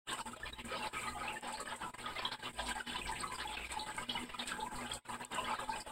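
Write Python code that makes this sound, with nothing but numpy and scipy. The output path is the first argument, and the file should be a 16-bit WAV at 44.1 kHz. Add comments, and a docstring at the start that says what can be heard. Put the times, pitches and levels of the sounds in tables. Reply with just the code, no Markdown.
"""Trickling aquarium filter

Water from a filter outlet falls into a home aquarium. Bubbles ring in the air under the hood, splashes burst, a
fine spray hisses, and the pump hums near multiples of the mains frequency. A small microphone with a treble
peak listens; its level dips briefly and often."""
import sys
import numpy as np
from scipy import signal
from scipy.fft import rfft, irfft, next_fast_len
from scipy.io import wavfile
from scipy.ndimage import uniform_filter1d, map_coordinates

SR = 44100
rng = np.random.default_rng(int(sys.argv[2]) if len(sys.argv) > 2 else 0)


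def store_wav(level_fs):
    """Save 16-bit WAV to argv[1]."""
    pcm = np.round(np.clip(np.atleast_2d(level_fs), -1, 1) * 32767)
    wavfile.write(sys.argv[1], SR, pcm.T.astype(np.int16))


N = 260631

# moments when the spray spits: t/s, level/dB
SPRAY_SPITS = [(0.1266, -32.5), (0.649, -39), (1.3263, -42), (1.473, -40), (1.524, -37.5), (1.601, -34),
               (1.7596, -36.5), (2.666, -39), (2.687, -32), (3.113, -36.5), (3.716, -33), (3.97, -39.5),
               (4.4736, -31.5), (4.9336, -31.5), (5.343, -35), (5.801, -38)]


def trickle(level_db, treble_db):
    """The falling stream: a crowd of bubbles over a wash of noise, both ringing under the hood."""
    # tone colour of the water: f/Hz, level/dB
    water_colour = [(150, -73), (300, -7), (550, -5), (1000, -5.5), (2000, -10.5), (3500, -13.5),
                    (4800, -22), (5300, -24), (5900, -50), (8000, -69)]
    crowd = swarm(count=1400, low_hz=501.4, high_hz=5510, life_s=0.029,
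                  spread_db=0.8, rough=0.0892, samples=900)
    crowd = echoes(crowd, fade_s=0.11, echo_db=2.0)
    stream = amp(-4) * unit(crowd) + patchy_noise(patchy_db=1.5, bands=8)
    body = unit(filtered(stream, lambda f: colour_gain(water_colour, f) * hood(f)))
    bass = filtered(body, lambda f: 1 / (1 + (f / 1850) ** 8))
    tilted = amp(-0.4 * treble_db) * bass + amp(0.34 * treble_db) * (body - bass)
    return amp(level_db - 1.54 + 3.56 * wobble(20.796)) * tilted


def bubbles():
    """Single clear plops: trapped air rings for a moment and echoes under the hood."""
    # the clearest bubbles: t/s, f/Hz, level/dB
    clear_bubbles = [(0.09, 3650, -38), (0.117, 1083, -36.5), (0.195, 927, -37), (0.255, 886, -44),
                     (0.33, 1310, -40.5), (0.365, 631, -42.5), (0.43, 1715, -34.5), (0.457, 3380, -38.5),
                     (0.528, 3840, -40.5), (0.704, 513, -38.5), (0.717, 2500, -40), (0.735, 537, -40),
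                     (0.785, 956, -38), (0.802, 853, -35), (0.826, 867, -33.5), (0.855, 875, -45),
                     (0.936, 1273, -33), (0.955, 1270, -33.5), (0.966, 2310, -33.5), (1.026, 2310, -45),
                     (1.06, 861, -35), (1.07, 1207, -35.5), (1.072, 1890, -37), (1.149, 736, -38),
                     (1.168, 720, -55), (1.205, 1260, -34), (1.232, 873, -29.5), (1.273, 2576, -34.5),
                     (1.282, 850, -34.5), (1.357, 1813, -32.5), (1.502, 896, -45), (1.525, 864, -34.5),
                     (1.595, 1153, -38.5), (1.597, 491, -41.5), (1.654, 3020, -46), (1.67, 1730, -41),
                     (1.72, 927, -38), (1.809, 897, -41), (1.831, 1332, -34), (1.853, 997, -31.5),
                     (2.054, 1251, -32), (2.057, 3440, -39), (2.162, 2080, -36.5), (2.181, 3230, -36.5),
                     (2.189, 4540, -40), (2.225, 1020, -40), (2.25, 970, -32.5), (2.249, 3280, -28.5),
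                     (2.25, 3864, -30.5), (2.315, 868, -40), (2.386, 884, -40), (2.591, 668, -37),
                     (2.591, 3310, -45), (2.625, 944, -38), (2.707, 1623, -31), (2.751, 784, -40),
                     (2.801, 1540, -33), (2.868, 1650, -39.5), (2.899, 3050, -36.5), (2.949, 1009, -35),
                     (3.014, 2510, -33.5), (3.054, 2310, -39), (3.082, 914, -37.5), (3.1, 896, -36.5),
                     (3.121, 1784, -38), (3.21, 1645, -39.5), (3.232, 1146, -32), (3.299, 1026, -31.5),
                     (3.312, 2420, -41.5), (3.325, 974, -44), (3.442, 834, -34.5), (3.4, 1706, -40.5),
                     (3.473, 3400, -40), (3.49, 855, -34), (3.568, 2550, -34.5), (3.64, 2290, -36),
                     (3.762, 836, -29.5), (3.792, 4013, -33.5), (3.795, 854, -33.5), (3.9, 1605, -33),
                     (3.978, 2212, -38), (3.98, 1522, -38), (4.008, 518, -44.5), (4.021, 1250, -42),
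                     (4.093, 3255, -27.5), (4.148, 946, -36.5), (4.152, 2954, -28.5), (4.174, 2120, -34),
                     (4.338, 1343, -34), (4.391, 3670, -34), (4.514, 1610, -32.5), (4.515, 1357, -36.5),
                     (4.58, 860, -37), (4.623, 936, -36), (4.659, 990, -39), (4.71, 908, -50),
                     (4.74, 964, -39.5), (4.78, 1070, -40.5), (4.914, 3325, -33), (5.09, 1000, -33.5),
                     (5.137, 1660, -38.5), (5.204, 940, -41), (5.368, 630, -38.5), (5.378, 1030, -29),
                     (5.391, 2816, -36), (5.443, 3345, -36.5), (5.537, 1400, -38), (5.581, 1687, -35.5),
                     (5.625, 870, -34), (5.692, 887, -28), (5.713, 1550, -37), (5.731, 2484, -35.5)]
    start_s, hz, db = np.transpose(clear_bubbles)
    fall_s = 0.023 * (1000 / hz) ** 0.63  # small, high bubbles die sooner
    db = db - 2.5 - 20 * np.log10(hood(hz))  # offsets the hood's boost at each pitch
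    plops = ringing(start_s, hz, db, fall_s, rise=0.26, hold=1.46,
                    rough=0.0448, spread_hz=33.2, samples=4000)
    return filtered(echoes(plops, fade_s=0.44, echo_db=-5.0), hood)


def splashes():
    """Each splash is a burst of noise around its own pitch: it starts fast, holds and breaks off."""
    # wet splashes: t/s, level/dB, centre f/Hz, spread/octaves
    wet_splashes = [(0.091, -44.5, 3500, 0.24), (0.201, -53.5, 4640, 0.3), (0.5888, -44.5, 2530, 0.31),
                    (0.756, -54, 5000, 0.051), (0.9333, -45, 2690, 0.29), (0.976, -44, 2350, 0.15),
                    (1.031, -48, 2350, 0.15), (1.0676, -51, 4050, 0.054), (1.274, -46.5, 2650, 0.32),
                    (1.5377, -48.5, 4360, 0.083), (1.5893, -52.5, 4270, 0.12), (1.987, -50, 2480, 0.4),
                    (2.054, -56, 3560, 0.28), (2.313, -45.5, 3860, 0.27), (2.434, -52.5, 3740, 0.19),
                    (2.583, -43, 3420, 0.25), (2.656, -47.5, 4900, 0.56), (2.862, -49, 3080, 0.59),
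                    (3.067, -47, 4280, 0.63), (3.151, -43.5, 2370, 0.32), (3.1895, -48.5, 4400, 0.14),
                    (3.268, -49, 4060, 0.063), (3.341, -51, 4870, 0.053), (3.397, -45.5, 3800, 0.28),
                    (3.52, -48, 3380, 0.18), (3.5726, -54, 2660, 0.15), (3.605, -46, 2600, 0.16),
                    (3.7917, -44.5, 3900, 0.099), (4.091, -43, 3660, 0.35), (4.387, -44.5, 3820, 0.19),
                    (4.469, -43.5, 3130, 0.64), (4.597, -48, 3660, 0.17), (4.75, -53, 4320, 0.18),
                    (4.858, -46, 3080, 0.13), (4.922, -49.5, 4500, .15), (5.3194, -49, 3000, 0.12),
                    (5.359, -42, 2750, 0.095), (5.551, -55, 4140, 0.082), (5.694, -50.5, 4340, 0.23),
                    (5.7976, -49.5, 4900, 0.09)]
    rise_s, hold_s, top_hz = 0.0038, 0.032, 5630
    start_s, db, hz, octaves = np.transpose(wet_splashes)[:, :, None]
    t = np.arange(4096) / SR
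    f = np.fft.rfftfreq(len(t), 1 / SR) + 1
    colour = np.exp(-0.5 * (np.log2(f / hz) / octaves) ** 2) / (1 + (f / top_hz) ** 16)
    noise = irfft(rfft(rng.standard_normal((len(start_s), len(t)))) * colour)
    noise /= noise.std(axis=1, keepdims=True)
    loudness = amp(db - 6.3 * (t / hold_s) ** 2) * -np.expm1(-t / rise_s)
    return place(loudness * noise, start_s)


def spray(level_db):
    """Tiny droplets burst over a fine hiss, which swells a little around each spit."""
    # tone colour of the spray, with its treble peak: f/Hz, level/dB
    spray_colour = [(4000, -26), (6600, -15.5), (7300, -3.5), (8200, 5), (9500, -4.5), (10400, -12.5),
                    (15500, -19)]
    surge_db, surge_s, strong_spit_db = 0.5, 0.12, -38.5
    t = np.arange(N) / SR
    for spit_s, db in SPRAY_SPITS:
        strength = min(amp(db - strong_spit_db), 1)
        level_db = level_db + surge_db * strength * np.exp(-((t - spit_s) / surge_s) ** 2)
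    drops = swarm(count=1500, low_hz=6474, high_hz=10064, life_s=0.015,
                  spread_db=0.6, rough=0.0426, samples=500)
    drops = echoes(drops, fade_s=0.055, echo_db=8.5)
    mist = amp(-8) * unit(drops) + patchy_noise(patchy_db=1.0, bands=10)
    hiss = unit(filtered(mist, lambda f: colour_gain(spray_colour, f)))
    spits = filtered(spits_and_clicks(), lambda f: colour_gain(spray_colour, f) / (1 + (f / 14000) ** 4))
    return amp(level_db - 1.03 + 1.7 * wobble(14)) * hiss + spits


def spits_and_clicks():
    """Short puffs of noise: the spray spits with a soft tail, and single droplets click."""
    # dry droplet clicks: t/s, level/dB
    clicks = [(1.4105, -26), (3.966, -28), (5.249, -22), (5.3199, -33)]
    sound = np.zeros(N + SR)
    t = np.arange(SR // 20) / SR
    rise = -np.expm1(-t / 0.0026)
    for start_s, db in SPRAY_SPITS:
        fade = amp(db + 1.5 - 60 * t / 0.042) + amp(db - 6.5 - 60 * t / 0.32)
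        sound[round(start_s * SR):][:len(t)] += rise * fade * rng.standard_normal(len(t))
    for start_s, db in clicks:
        sound[round(start_s * SR):][:len(t)] += amp(db - 60 * t / 0.016) * rng.standard_normal(len(t))
    return sound[:N]


def pump(level_db, buzz_db):
    """The pump hums in wavering mains tones over a low rumble; a 240 Hz buzz swells on its own."""
    # hum tones: f/Hz, relative level/dB, wavering/dB
    hum_tones = [(57.9, -13, 11.5), (119.8, -7, 3), (355, -9, 1.5)]
    # tone colour of the rumble: f/Hz, level/dB
    rumble_colour = [(15, 7), (30, 2.5), (78, 0.5), (100, -9.5), (180, 1), (450, -0.5), (900, -26)]
    phase_per_hz = 2 * np.pi * np.arange(N) / SR
    hum = sum(amp(db + waver_db * wobble(4.6)) * np.sin(hz * phase_per_hz + 1.17 * wobble(6.3))
              for hz, db, waver_db in hum_tones)
    noise = patchy_noise(patchy_db=4.0, bands=2)
    rumble = unit(filtered(noise, lambda f: colour_gain(rumble_colour, f)))
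    buzz = amp(buzz_db + 2.5 + 4.1 * wobble(20)) * np.sin(240 * phase_per_hz + 1.28 * wobble(16))
    return amp(level_db) * (hum + amp(1.5) * rumble) + buzz


def hood(f):
    """Gain of the air under the hood: it boosts the pitches at which it likes to ring."""
    # ringing pitches of the air space: f/Hz, width/Hz, strength/dB
    resonances = [(859, 29.6, 11), (999, 31, 8.5), (1257, 60, 5.5), (1611, 63, 7), (2023, 34, 4),
                  (2430, 92, 0.5), (2964, 40, 6)]
    boost = sum(amp(2 * db) / (1 + (2 * (f - hz) / width) ** 2) for hz, width, db in resonances)
    return np.sqrt(1 + boost)


def swarm(count, low_hz, high_hz, life_s, spread_db, rough, samples):
    """Many small bubbles at random moments, some a bit louder; the high ones die sooner."""
    when, pitch, life, strength = rng.random((count, 4)).T
    hz = low_hz * (high_hz / low_hz) ** pitch
    db = -spread_db * np.log(1 - 0.93 * strength)
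    db += 11 * np.log10(hz / low_hz)  # keeps high and low pitches about even
    fall_s = life_s * (0.5 + life) * np.sqrt(low_hz / hz)
    return unit(ringing(when * N / SR, hz, db, fall_s, rise=0.21, hold=1.9,
                        rough=rough, spread_hz=14, samples=samples))


def ringing(start_s, hz, db, fall_s, rise, hold, rough, spread_hz, samples):
    """Bubble tones that swell, hold and die; three nearby pitches beat with each and roughen it."""
    t = np.arange(samples) / SR
    age = t / fall_s[:, None]
    tone = np.sin(2 * np.pi * hz[:, None] * t)
    for offset, phase in rng.standard_normal((len(hz), 3, 2)).transpose(1, 2, 0):
        nearby_hz = hz + (rough * hz + spread_hz) * offset
        tone += 0.62 * np.sin(2 * np.pi * nearby_hz[:, None] * t + np.pi * phase[:, None])
    loudness = amp(db[:, None] - 10 * age ** hold) * -np.expm1(-age / rise)
    soft_end = np.cos(np.pi / 2 * t / t[-1])
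    return place(loudness * tone * soft_end, start_s)


def echoes(x, fade_s, echo_db):
    """Glass and moving water bounce each sound about, differently every quarter second."""
    step = SR // 4
    t = np.arange(SR // 8) / SR
    pieces = np.pad(x, (0, -N % step)).reshape(-1, step)
    tails = rng.standard_normal((len(pieces), len(t))) * amp(-60 * t / fade_s)
    tails /= np.linalg.norm(tails, axis=1, keepdims=True)
    bounced = signal.fftconvolve(pieces, tails, axes=1)
    return x + amp(echo_db) * place(bounced, np.arange(len(pieces)) * step / SR)


def patchy_noise(patchy_db, bands):
    """Noise with louder and softer patches in time and pitch; a patch spans `bands` steps of 86 Hz."""
    spectrum = signal.stft(rng.standard_normal(N), nperseg=512)[2]
    patches = uniform_filter1d(rng.standard_normal(spectrum.shape), size=bands, axis=0)
    patches = unit(uniform_filter1d(patches, size=7, axis=1))
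    return unit(signal.istft(spectrum * amp(patchy_db * patches), nperseg=512)[1][:N])


def wobble(rate):
    """A smooth curve through `rate` random values a second."""
    coarse = np.arange(0, N + 64, 64)
    curve = map_coordinates(rng.standard_normal(400), [coarse * rate / SR])
    return np.interp(np.arange(N), coarse, curve)


def place(sounds, start_s):
    """Adds short sounds, one per row, into a single track at their start times."""
    at = np.round(start_s * SR).astype(int).reshape(-1, 1) + np.arange(sounds.shape[1])
    return np.bincount(at.ravel(), sounds.ravel(), N)[:N]


def filtered(x, response):
    """Turns each frequency f in x up or down by response(f)."""
    size = next_fast_len(N + SR // 2)
    return irfft(rfft(x, size) * response(np.fft.rfftfreq(size, 1 / SR)), size)[:N]


def colour_gain(points, f):
    """Gain at f on a line through (f/Hz, level/dB) points, spaced by pitch."""
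    hz, db = np.transpose(points)
    return amp(np.interp(np.log(f + 1), np.log(hz + 1), db))


def curves(rows):
    """One value per sample for each column after the time."""
    times, *columns = np.transpose(rows)
    return [np.interp(np.arange(N) / SR, times, column) for column in columns]


def amp(db):
    """Turns a level in dB into a gain."""
    return 10 ** (np.asarray(db) / 20)


def unit(x):
    """Scales x to an average power of 1."""
    return x / np.sqrt(np.mean(x ** 2) + 1e-20)


def scene():
    """Water and pump sound together in one channel."""
    # the changing flow: t/s, trickle level/dB, tilt towards treble/dB, spray level/dB
    flow = [(0.1, -40.5, 3, -53), (0.3, -48, 0, -55), (0.55, -47.5, 7.5, -64.5), (0.84, -42.5, 6, -57),
            (1.0, -45, 6.5, -50.5), (1.3, -45.5, 0.5, -59.5), (1.6, -46, 6.5, -59.5),
            (1.85, -45.5, -1, -54), (2.1, -44, 5, -59.5), (2.5, -46.5, 9, -55.5), (2.8, -43.5, 9, -55),
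            (3.2, -46.5, 5, -56), (3.59, -45.5, 15, -57.5), (3.88, -44.5, 3.5, -55.5), (4.4, -44, 11, -55),
            (4.68, -47.5, -3.5, -54.5), (5.0, -45, 0, -54.5), (5.6, -42, -1, -55.5),
            (5.91, -48, -2.5, -58.5)]
    # the changing pump: t/s, hum and rumble level/dB, buzz level/dB
    pump_levels = [(0.11, -55, -60.5), (0.26, -57, -50.5), (0.42, -57.5, -72), (0.69, -56, -53),
                   (0.9, -53, -65), (1.42, -59, -59), (1.68, -59.5, -62), (2.2, -56, -65.5),
                   (2.55, -55.5, -59.5), (2.87, -58, -50), (3.03, -54.5, -66), (3.88, -57.5, -66),
                   (4.17, -54.5, -53.5), (4.32, -54, -55), (4.55, -55.5, -57), (4.95, -56.5, -57.5),
                   (5.33, -55, -55.5), (5.62, -56, -54.5), (5.91, -59, -66)]
    water_db, treble_db, spray_db = curves(flow)
    water = trickle(water_db, treble_db) + bubbles() + splashes() + spray(spray_db)
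    return (water + pump(*curves(pump_levels)))[None]


def record(dry):
    """The microphone: after a short silence its level sinks and snaps back again and again."""
    # brief drops in level: lowest point t/s, depth before scaling/dB, length/s
    dips = [(0.079, -9.5, 0.023), (0.173, -7, 0.04), (0.247, -16.5, 0.034), (0.31, -6.5, 0.026),
            (0.358, -13.5, 0.018), (0.391, -16.5, 0.025), (0.425, -4, 0.031), (0.52, -13.5, 0.02),
            (0.575, -10.5, 0.039), (0.636, -17, 0.022), (0.917, -17.5, 0.045), (1.417, -15.5, 0.037),
            (1.569, -9, 0.0085), (1.65, -9.5, 0.019), (1.796, -7, 0.047), (1.931, -25, 0.027),
            (1.974, -18, 0.026), (2.149, -5, 0.014), (2.215, -8, 0.016), (2.31, -14.5, 0.024),
            (2.382, -20, 0.036), (2.42, -11.5, 0.033), (2.527, -10, 0.016), (2.567, -5.5, 0.068),
            (2.746, -9, 0.02), (2.856, -15, 0.045), (2.98, -7.5, 0.017), (3.308, -8, 0.036),
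            (3.375, -8.5, 0.014), (3.565, -13, 0.013), (3.688, -12.5, 0.017), (3.764, -7, 0.03),
            (3.857, -9.5, 0.023), (3.938, -6.5, 0.027), (3.971, -5, 0.024), (4.075, -13, 0.038),
            (4.283, -11.5, 0.045), (4.331, -14, 0.036), (4.374, -10.5, 0.039), (4.454, -10, 0.019),
            (4.565, -6, 0.007), (4.706, -11, 0.028), (4.889, -6.5, 0.031), (5.036, -43, 0.057),
            (5.078, -13.5, 0.035), (5.192, -11, 0.034), (5.246, -12, 0.0037), (5.294, -16.5, 0.068),
            (5.581, -12.5, 0.032), (5.674, -8.5, 0.035), (5.854, -15, 0.033)]
    start_s, treble_from_hz, top_hz = 0.069, 2100, 15800
    sinking_share = 0.74  # of a dip's length; the rest is the quicker return
    t = np.arange(0, N / SR, 1 / 2000)
    dip_db = 0
    for lowest_s, depth_db, length_s in dips:
        distance = np.abs(t - lowest_s) / length_s
        sinking = np.exp(-0.95 * (distance / sinking_share) ** 3.1)
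        returning = np.exp(-0.95 * (distance / (1 - sinking_share)) ** 3.4)
        dip_db = dip_db + depth_db * np.where(t < lowest_s, sinking, returning)
    fade_in_db = np.clip((t - start_s) * 2500 - 12, -90, 0)
    gain = lambda share: amp(np.interp(np.arange(N) / SR, t, fade_in_db + share * dip_db))
    bass = filtered(dry[0], lambda f: 1 / (1 + (f / treble_from_hz) ** 12))
    heard = bass * gain(0.97) + (dry[0] - bass) * gain(0.78)  # the treble sinks less deeply
    return filtered(heard, lambda f: f < top_hz)[None]


dry = scene()
out = record(dry)
store_wav(out)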